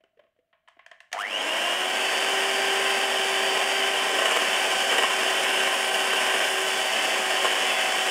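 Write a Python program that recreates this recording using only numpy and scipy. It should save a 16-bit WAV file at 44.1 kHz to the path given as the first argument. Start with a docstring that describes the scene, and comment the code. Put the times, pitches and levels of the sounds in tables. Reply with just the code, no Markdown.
"""Hand mixer in a glass bowl.

A hand bumps and clicks on the plastic grip, then the switch snaps on. The motor growls and whines
up to speed, its gears rattle in the housing and the beaters spatter eggs and sugar.
Now and then the steel blades graze or knock the glass. A small kitchen adds a short tail."""
import sys
import numpy as np
from scipy import signal
from scipy.fft import rfft, irfft
from scipy.io import wavfile
from scipy.ndimage import uniform_filter1d

SR = 44100
rng = np.random.default_rng(int(sys.argv[2]) if len(sys.argv) > 2 else 0)


def inscribe(sig):
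    """Save sig as 16-bit PCM at rate SR to the path in sys.argv[1].

    A 1-D sig is mono; a 2-D sig holds one channel per row.
    Samples are clipped to [-1, 1] before scaling.
    """
    pcm = np.round(np.clip(np.atleast_2d(sig).T, -1, 1) * 32767)
    wavfile.write(sys.argv[1], SR, pcm.astype(np.int16))


N = 357210
TIME = np.arange(N) / SR
FREQS_HZ = np.fft.rfftfreq(8192, 1 / SR)

# still kitchen: freq_hz, gain_db
ROOM_EQ = [(30, -9), (55, -3), (100, -5), (300, -9), (520, -15), (660, 11), (800, -16), (1700, -13),
           (3000, -17), (5000, -28), (15000, -30)]
# wall reflections: freq_hz, gain_db
WALL_EQ = [(400, -9), (780, -7), (1200, -1), (3000, -1.5), (12000, -9.0)]

# palm on the casing: start_s, peak_db, pitch_hz, rattle_db
BUMPS = [(0.003, -56, 630, -10), (0.036, -60, 395, -14), (0.170, -53, 457, -13), (0.190, -47, 593, -10),
         (0.234, -55, 646, -7), (0.247, -60, 567, -16), (0.263, -62, 500, -2), (0.360, -62, 620, -11),
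         (0.386, -56, 500, -14), (0.766, -50, 683, -11)]
# hollow casing: freq_hz, gain_db
CASING_EQ = [(80, -24), (260, -2), (650, 0), (900, -15), (3000, -39)]
# grip and switch: start_s, level_db, bass_db, treble_db, spot_hz
CLICKS = [(0.037, -46, -17, -16, 2750), (0.194, -47, -17, -26, 3150), (0.528, -49.5, -30, -40, 1050),
          (0.675, -40.5, -52, -28, 1800), (0.683, -40, -47, -15, 1000), (0.791, -38, -40, -31, 2100),
          (0.862, -31, -42, -14, 1750), (0.913, -32, -33, -18, 1800), (1.003, -31.5, -48, -13, 1700),
          (1.116, -34, -29.5, -10, 2230), (1.128, -13, -40.5, -4.5, 1910)]
# tapped plastic grip: freq_hz, gain_db
GRIP_EQ = [(60, -35), (200, -21), (400, -18), (640, 1.5), (830, -4), (1400, -4), (1900, 1.5), (2500, -2),
           (3200, -4), (4200, -10), (8000, -17.5), (15000, -38)]
# grip cavities: freq_hz, width_hz, gain_db
GRIP_MODES = [(409, 80, 3), (680, 55, 9.5), (1070, 100, 9), (1680, 150, 4), (2020, 80, 1), (3060, 350, 6)]

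# shaft speed under batter drag, before spin-up scaling: time_s, speed_hz
SHAFT_SPEED = [(2.7, 391.2), (3.35, 386.7), (3.85, 390.4), (4.2, 384.4), (4.35, 381), (4.65, 384.2),
               (4.9, 383.3), (5.0, 383), (5.45, 381.4), (5.75, 384), (6.75, 382.3), (7.65, 378.6),
               (8.1, 379)]
# imbalance hum as the mixer tilts: time_s, level_db
HUM_LEVEL = [(1.9, -42.5), (2.15, -44), (2.4, -37.5), (2.55, -37), (3.25, -40.5), (3.35, -38), (4.2, -42.5),
             (4.8, -43.5), (5.05, -43.5), (5.3, -40), (6.1, -43.5), (6.6, -39), (7.05, -45.5), (7.5, -39),
             (7.8, -51.5), (8.1, -41)]
# twelve armature slots: shaft_order, level_db
SLOT_TONES = [(12, 2.5), (24, -6), (36, -13)]
# slot whine as the mixer moves: time_s, level_db
WHINE_LEVEL = [(1.85, -56), (2.02, -47.5), (2.22, -44), (2.35, -55), (2.6, -43), (2.71, -50), (2.96, -45),
               (3.19, -52), (3.38, -45), (3.8, -47), (3.94, -54), (4.05, -50), (4.3, -51), (4.75, -47),
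               (5.08, -55), (5.28, -47), (5.43, -58), (5.67, -54), (6.05, -49.5), (6.48, -59), (6.8, -49),
               (7.08, -44), (7.22, -49), (7.35, -47), (7.61, -56), (7.8, -49), (8.1, -53)]
# whine path through the stator: freq_hz, gain_db
STATOR_EQ = [(60, -30), (300, -2), (650, 10), (900, 12), (1200, 17), (1550, 14), (2000, 16.5), (2300, 11),
             (2550, 4), (2850, 21), (3200, 14), (3500, -4), (4300, -14), (4520, 0), (4750, 0), (5200, -20)]
# brushes on the commutator: shaft_order, level_db
BRUSH_TONES = [(24, -53.5), (36, -63)]
# whistle path through the vents: freq_hz, gain_db
VENT_EQ = [(60, -60), (4000, -35), (5000, -2), (7300, 0), (7900, -8), (8600, -1), (9300, -1), (10300, -13),
           (11000, 0), (12500, 2), (13900, -3)]
# casing under inrush current: freq_hz, gain_db
GROWL_EQ = [(80, -54), (350, -30), (600, -8), (900, -1), (3000, -13), (6000, -45)]
# rotor and fan: shaft_order, level_db
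ROTOR_TONES = [(2, -43.5), (3, -55), (4, -49.5), (5, -56.5), (6, -55), (8, -56), (9, -44.5), (18, -50.5),
               (20, -52), (21, -50)]
# beater effort: time_s, rattle_db, relative_treble_db
EFFORT = [(1.7, -25, -11.5), (1.8, -26.0, -12), (2.1, -24.0, -11), (4.05, -24, -11.5), (4.3, -23, -12),
          (4.85, -24.5, -9), (5.0, -23, -11), (5.3, -23.5, -11), (5.7, -23, -11.5), (5.85, -25.5, -10),
          (6.35, -23.0, -11.5), (6.6, -25.5, -8.5), (7.45, -23.5, -11), (8.1, -25, -9.5)]
# mixer housing: freq_hz, gain_db
HOUSING_EQ = [(30, -39), (100, -43), (150, -25.5), (250, -13), (450, -6), (900, -4.5), (1350, -6),
              (1900, -4), (3100, -6.5), (3650, -17.5), (4200, -24), (5500, -16), (9000, -15), (11000, -24),
              (15500, -32.5)]
# housing and bowl resonances: freq_hz, width_hz, gain_db
HOUSING_MODES = [(218, 97, 5.5), (442, 37, 3.5), (546.6, 26, 6), (648, 117, 8), (815, 62, 4),
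                 (1035, 49, 8.5), (1596, 72, 6.5), (1866, 230, 4.5), (2060, 63, -7), (2270, 190, 1.5),
                 (2793, 180, 4.5), (3054, 177, 6.5), (5220, 1160, 5.5), (5830, 440, -5), (6350, 300, 0.5),
                 (7900, 400, 0), (9600, 300, 1.5), (10350, 250, 2), (10800, 400, -1), (12150, 300, 3.5)]
# batter drops: freq_hz, gain_db
SPATTER_EQ = [(200, -59), (700, -7.0), (2800, -17), (4200, -36.5), (8000, -20), (15000, -40)]
# rotor overtones crossing a housing resonance: shaft_order, level_db
SWEEP_TONES = [(8, -26.5), (9, -31.5)]

# beaters passing the bowl's near side: middle_s, level_db
PASSES = [(2.05, -7), (2.9, -5), (3.8, -9), (4.55, -7), (7.02, -2), (7.78, -3.5)]
# near-side resonances: freq_hz, width_hz, level_db
NEAR_BANDS = [(655, 67, -38.5), (2060, 98, -32.5), (2620, 120, -32)]
# far-side resonances, and the brushes' hiss near 9.3 kHz while the mixer rests:
# freq_hz, width_hz, level_db
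FAR_BANDS = [(990, 43, -59), (1568, 99, -39), (2780, 28, -38), (9310, 230, -45.5), (11400, 200, -59),
             (12130, 330, -58), (13060, 180, -63)]
# blades grazing the glass: middle_s, length_s, level_db
SCRAPES = [(3.569, 0.13, -44), (4.267, 0.51, -31.5), (4.98, 0.25, -35.5), (6.33, .25, -45)]
# steel ticks: freq_hz, gain_db
STEEL_EQ = [(3000, -40), (6000, -15), (7800, 5), (10000, -8), (15000, -24)]
# filled glass bowl with beaters: freq_hz, gain_db, t60_s
BOWL_MODES = [(455, 13.5, 0.046), (650, 13, 0.044), (1056, 10.5, 0.065), (1570, 1, 0.078),
              (1890, 5.5, 0.083), (2275, 1, .05), (2910, 9, 0.071), (7550, 4.5, 0.026)]
# blades striking the glass: start_s, level_db, treble_db, spot_hz
KNOCKS = [(3.569, -19, -32, 650), (4.189, -12, -16, 2900), (4.22, -12, -19, 650), (4.256, -8, -14, 2900),
          (4.311, -9.5, -13, 2900), (4.364, -6, -15, 2400), (4.417, -15, -16, 460), (4.666, -17, -18, 1900),
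          (4.927, -8.5, -20, 1900), (4.982, -6, -20, 2900), (5.034, -9.5, -30, 1050),
          (5.671, -13, -18, 1044), (6.131, -13, -33, 1555), (6.24, -22, -24, 1900), (6.34, -15, -24, 460),
          (6.42, -17.5, -24, 1560), (7.445, -5.5, -25, 1050), (7.513, -13, -16, 2900)]

MAINS_HZ, TOP_HZ = 50, 15700
POWER_ON_S, ROTOR_START_S = 1.13, 1.14
REST_S, REST_LENGTH_S = 5.97, 2.3  # middle and length of the rest at the bowl's far side


def undb(db):
    """Decibels to gain."""
    return 10 ** (np.asarray(db) / 20)


def unit(x):
    """Scale to rms 1."""
    return x / np.sqrt(np.mean(x ** 2))


def curves(table):
    """Each column, interpolated over time."""
    time_s, *columns = np.transpose(table)
    return [np.interp(TIME, time_s, column) for column in columns]


def walk(rate_hz):
    """Smooth random drift, rms 1."""
    step = max(int(SR / rate_hz), 1)
    held = np.repeat(rng.standard_normal(N // step + 1), step)
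    return unit(uniform_filter1d(held, step)[:N])


def colour(x, eq, peaks=()):
    """Minimum-phase filter: broad outline plus resonant peaks."""
    hz, db = np.transpose(eq)
    gain_db = np.interp(np.log(FREQS_HZ + 1), np.log(hz), db)
    for centre_hz, width_hz, lift_db in peaks:
        gain_db = gain_db + lift_db / (1 + (2 * (FREQS_HZ - centre_hz) / width_hz) ** 2)
    cepstrum = irfft(np.log(undb(gain_db)))
    half = len(cepstrum) // 2
    cepstrum[1:half] *= 2
    cepstrum[half + 1:] = 0
    return signal.fftconvolve(x, irfft(np.exp(rfft(cepstrum))))[:len(x)]


def band(x, hz, kind):
    """Low-pass or high-pass."""
    return signal.sosfilt(signal.butter(4, hz, kind, fs=SR, output="sos"), x)


def resonate(x, hz, width_hz):
    """Narrow band-pass."""
    edges_hz = [hz - width_hz / 2, hz + width_hz / 2]
    return signal.sosfilt(signal.butter(2, edges_hz, "band", fs=SR, output="sos"), x)


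def fade(t, t60_s):
    """Exponential decay."""
    return np.exp(-np.log(1000) * t / t60_s)


def impacts(rate_hz, spread_db):
    """Random impulses of uneven size, rms 1."""
    hits = (rng.random(N) < rate_hz / SR) * rng.choice([-1, 1], N)
    return unit(hits * undb(spread_db * np.minimum(rng.standard_normal(N), 2)))


def add(out, start_s, sound):
    """Mix a sound in at start_s."""
    i = max(int(start_s * SR), 0)
    out[i:i + len(sound)] += sound[:N - i]


def swell(middle_s, length_s):
    """Smooth rise, hold and fall, 0 to 1."""
    out = np.zeros(N)
    add(out, middle_s - length_s / 2, signal.windows.tukey(int(length_s * SR), .7))
    return out


def tones(partials, turns, waver_db):
    """Shaft-locked partials, each wavering as the mixer moves."""
    return sum(np.sqrt(2) * undb(db + waver_db * walk(8.1))
               * np.sin(2 * np.pi * (order * turns + rng.random())) for order, db in partials)


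def bumps():
    """Palm on the hollow casing: slow push, one low ring, some plastic rattle."""
    out, t = np.zeros(N), TIME[:SR // 4]
    for start_s, peak_db, pitch_hz, rattle_db in BUMPS:
        push = np.minimum(t / .005, 1) ** 2 * (fade(t, 0.039) + undb(-20) * fade(t, .25))
        noise = rng.standard_normal(len(t))
        hollow = np.sin(2 * np.pi * pitch_hz * t) + undb(-12) * unit(colour(noise, CASING_EQ))
        rattle = unit(band(colour(noise, GRIP_EQ, GRIP_MODES), 3400, "low"))
        bump = push * (hollow + undb(rattle_db) * rattle)
        add(out, start_s, undb(peak_db) * bump / np.abs(bump).max())
    return out


def clicks():
    """Fingers shift on the grip, then the switch snaps; each spot has its own resonance."""
    out, t = np.zeros(N), TIME[:SR // 3]
    decay = fade(t, 0.016) + undb(-21.5) * fade(t, 0.3)
    for start_s, level_db, bass_db, treble_db, spot_hz in CLICKS:
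        contact_s = 0.0016 * undb(-.3 * min(treble_db + 5.0, 0))  # soft fingers press in slowly
        push = rng.standard_normal(len(t)) * decay * np.minimum(t / contact_s, 1)
        ring = colour(push, GRIP_EQ, GRIP_MODES + [(spot_hz, 300, 6)])
        thud, tick = unit(band(ring, 460, "low")), unit(band(ring, 4800, "high"))
        body = unit(band(band(ring, 620, "high"), 3100, "low"))
        click = body + undb(bass_db + 15) * thud + undb(treble_db - 1.0) * tick
        add(out, start_s, undb(level_db - 2.5) * click / np.abs(click).max())
    return out


def spin_up(kick_share=.085, kick_s=.035, rise_s=.241):
    """Share of full speed: quick inrush kick, then a slower exponential approach."""
    t = np.maximum(TIME - ROTOR_START_S, 0)
    return 1 - kick_share * np.exp(-t / kick_s) - (1 - kick_share) * np.exp(-t / rise_s)


def shaft(shaft_hz, jitter):
    """Accumulated turns of the shaft, trembling in its bearings."""
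    return np.cumsum(shaft_hz * (1 + 0.000786 * walk(14) + jitter * walk(400))) / SR


def motor(shaft_hz, turns, ripple, inrush):
    """Imbalance hums, slots whine, brushes whistle; inrush roughens the last two and adds a growl."""
    hum_db, whine_db = curves(HUM_LEVEL)[0], curves(WHINE_LEVEL)[0]
    speed = shaft_hz / shaft_hz.max()
    hum = tones([(1, 2)], turns, waver_db=1.2) * undb(hum_db) * speed ** 5

    shudder = (1 + (0.3 + 0.68 * inrush) * ripple) * undb(1.2 * inrush * walk(300))
    judder_turns = .008 * inrush * walk(500)  # a slow rotor steps unevenly from slot to slot
    slots = tones(SLOT_TONES, turns + judder_turns, waver_db=1.15) * shudder
    whine = colour(slots, STATOR_EQ) * undb(whine_db + 8 * inrush) * np.minimum(speed / 0.24, 1)

    brushes = tones(BRUSH_TONES, shaft(shaft_hz, jitter=.0045 + .014 * inrush), waver_db=1.5)
    whistle_db = 10.5 * np.sqrt(inrush) + 4.5 * swell(REST_S, REST_LENGTH_S)
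    whistle = colour(brushes, VENT_EQ) * shudder * undb(whistle_db) * speed ** 2

    buzz = rng.standard_normal(N) * (1 + 0.71 * ripple)
    growl = unit(colour(buzz, GROWL_EQ, peaks=[(706, 120, 22)])) * undb(-31) * inrush ** 10
    return hum + whine + whistle + growl


def gear_rattle(level_db):
    """Teeth clatter: dense impacts plus noise, with a flickering level."""
    load = undb(level_db + 0.5 * walk(70))
    return 0.58 * (impacts(rate_hz=1900, spread_db=0.5) + rng.standard_normal(N)) * load


def housing(vibration, treble_db):
    """The plastic shell radiates the vibration; the treble has its own level."""
    body = colour(vibration, HOUSING_EQ, HOUSING_MODES) * undb(9.5)
    return band(body, 4040, "low") + band(body, 3520, "high") * undb(treble_db + 11)


def gear_rasp(level_db, flare_db=6.5):
    """Teeth bite unevenly: narrow-band noise flares in short pulses."""
    rasp = unit(resonate(rng.standard_normal(N), hz=3042, width_hz=260))
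    return rasp * undb(level_db + flare_db * np.tanh(walk(60)))


def spatter(level_db):
    """The beaters flick drops of batter."""
    return colour(impacts(rate_hz=180, spread_db=4), SPATTER_EQ) * undb(level_db)


def rotor_sweep(turns, inrush):
    """Rotor overtones climb through a housing resonance during spin-up."""
    return resonate(tones(SWEEP_TONES, turns, waver_db=1.0), hz=2820, width_hz=150) * inrush ** 0.32


def circling(pass_s=0.42):
    """Noise bands swell with position: resonances on near passes, others plus brush hiss at rest."""
    near = sum(undb(db) * swell(middle_s, pass_s) for middle_s, db in PASSES)
    far = swell(REST_S, REST_LENGTH_S)
    return sum(presence * undb(db) * unit(resonate(rng.standard_normal(N), hz, width_hz))
               for presence, bands in [(near, NEAR_BANDS), (far, FAR_BANDS)]
               for hz, width_hz, db in bands)


def mixer(gear_ratio=20):
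    """The motor drives the beaters through a worm gear; the rattle gains level and treble with speed."""
    speed = spin_up()
    shaft_hz = speed * curves(SHAFT_SPEED)[0]
    turns = shaft(shaft_hz, jitter=0.0019)
    power = np.clip((TIME - POWER_ON_S) / 0.0035, 0, 1)
    ripple = np.cos(4 * np.pi * MAINS_HZ * TIME)  # two torque pulses per mains cycle
    inrush = np.clip(1 - speed ** 2, 0, 1)  # extra current drawn by the slow motor

    effort_db, brightness_db = curves(EFFORT)
    take_up = swell(middle_s=1.203, length_s=0.072)  # the teeth take up their play
    rattle_db = effort_db - 23.5 * inrush ** 3.73 + 4.5 * take_up
    treble_db = brightness_db - 7 * inrush + 11 * take_up

    rotor = tones(ROTOR_TONES, turns, waver_db=1.0) * speed ** 4 * (1 + 0.34 * ripple)
    beater_load = np.cos(2 * np.pi * turns / gear_ratio + 2.6 * walk(4.4))
    gears = gear_rattle(rattle_db + 0.22 * beater_load + (4.4 * inrush - 1) * ripple)
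    sound = housing(gears + rotor, treble_db)
    sound += spatter(rattle_db + 2 * beater_load + 1) * speed ** 2
    sound += rotor_sweep(turns, inrush)
    sound += gear_rasp(rattle_db + 2 * beater_load - 16.5)
    return power * (sound + motor(shaft_hz, turns, ripple, inrush) + circling())


def scrapes():
    """Grazing blades tap the glass rapidly: bowl rings, steel ticks, worktop rumbles."""
    t = TIME[:SR // 5]
    ring = sum(undb(db) * fade(t, t60_s) * np.sin(2 * np.pi * hz * t) for hz, db, t60_s in BOWL_MODES)
    contact = sum(undb(db) * swell(middle_s, length_s) for middle_s, length_s, db in SCRAPES)
    taps = impacts(rate_hz=400, spread_db=2.0)
    bowl = unit(band(signal.fftconvolve(taps, ring)[:N], 290, "high"))
    noise = rng.standard_normal(N)
    bursts = signal.fftconvolve(np.abs(impacts(rate_hz=120, spread_db=3)), fade(t, 0.013))[:N]
    ticks = unit(colour(noise * bursts, STEEL_EQ))
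    rumble = unit(band(rng.standard_normal(N), 65, "low"))
    return contact * (bowl + undb(-13) * ticks + undb(-38) * rumble)


def knocks():
    """A blade strikes the glass and skips once: short cracks, ring damped by the batter."""
    out, t = np.zeros(N), TIME[:SR // 5]
    for start_s, level_db, treble_db, spot_hz in KNOCKS:
        # the struck spot favours modes near its own pitch
        modes = [(hz, db + 6 * np.exp(-(np.log2(hz / spot_hz) / .4) ** 2), t60_s)
                 for hz, db, t60_s in BOWL_MODES]
        crack_eq = [(100, -30), (400, 3), (1200, 8.5), (3000, treble_db + 22.5), (4200, treble_db),
                    (7500, treble_db + 10.5), (10500, treble_db + 5), (15000, treble_db - 17)]
        for lag_s, hit_db in [(0, -3.5), (rng.uniform(.003, .009), -8)]:
            ring = sum(undb(db + 2 * rng.standard_normal()) * fade(t, t60_s)
                       * np.sin(2 * np.pi * (hz * rng.normal(1, 0.0082) * t + rng.random()))
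                       for hz, db, t60_s in modes)
            crack = colour(rng.standard_normal(len(t)) * fade(t, 0.038), crack_eq)
            body = band(unit(ring) + undb(-2.0) * unit(crack), 255, "high")
            steel_tick = unit(band(rng.standard_normal(len(t)), 6000, "high")) * fade(t, .012)
            knock = body / np.abs(body).max() + undb(treble_db - 0.5) * band(steel_tick, 11000, "low")
            add(out, start_s + lag_s, undb(level_db + hit_db) * knock)
    return out


def kitchen(x, t60_s, wet_db):
    """Hard walls and worktop return a short, mid-heavy tail."""
    t = TIME[:SR // 2]
    tail = colour(rng.standard_normal(len(t)) * fade(t, t60_s) * (t > .004), WALL_EQ)
    return x + undb(wet_db) * signal.fftconvolve(x, tail / np.linalg.norm(tail))[:N]


def scene():
    """All worktop sources over the still room, mono."""
    room_tone = unit(colour(rng.standard_normal(N), ROOM_EQ)) * undb(-78.0)
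    sources = mixer() + bumps() + clicks() + knocks() + scrapes()
    return (kitchen(sources, t60_s=.45, wet_db=-15) + room_tone)[None]


def record(dry):
    """Steep low-pass at TOP_HZ."""
    return signal.sosfilt(signal.ellip(10, .2, 70, TOP_HZ, fs=SR, output="sos"), dry)


dry = scene()
out = record(dry)
inscribe(out)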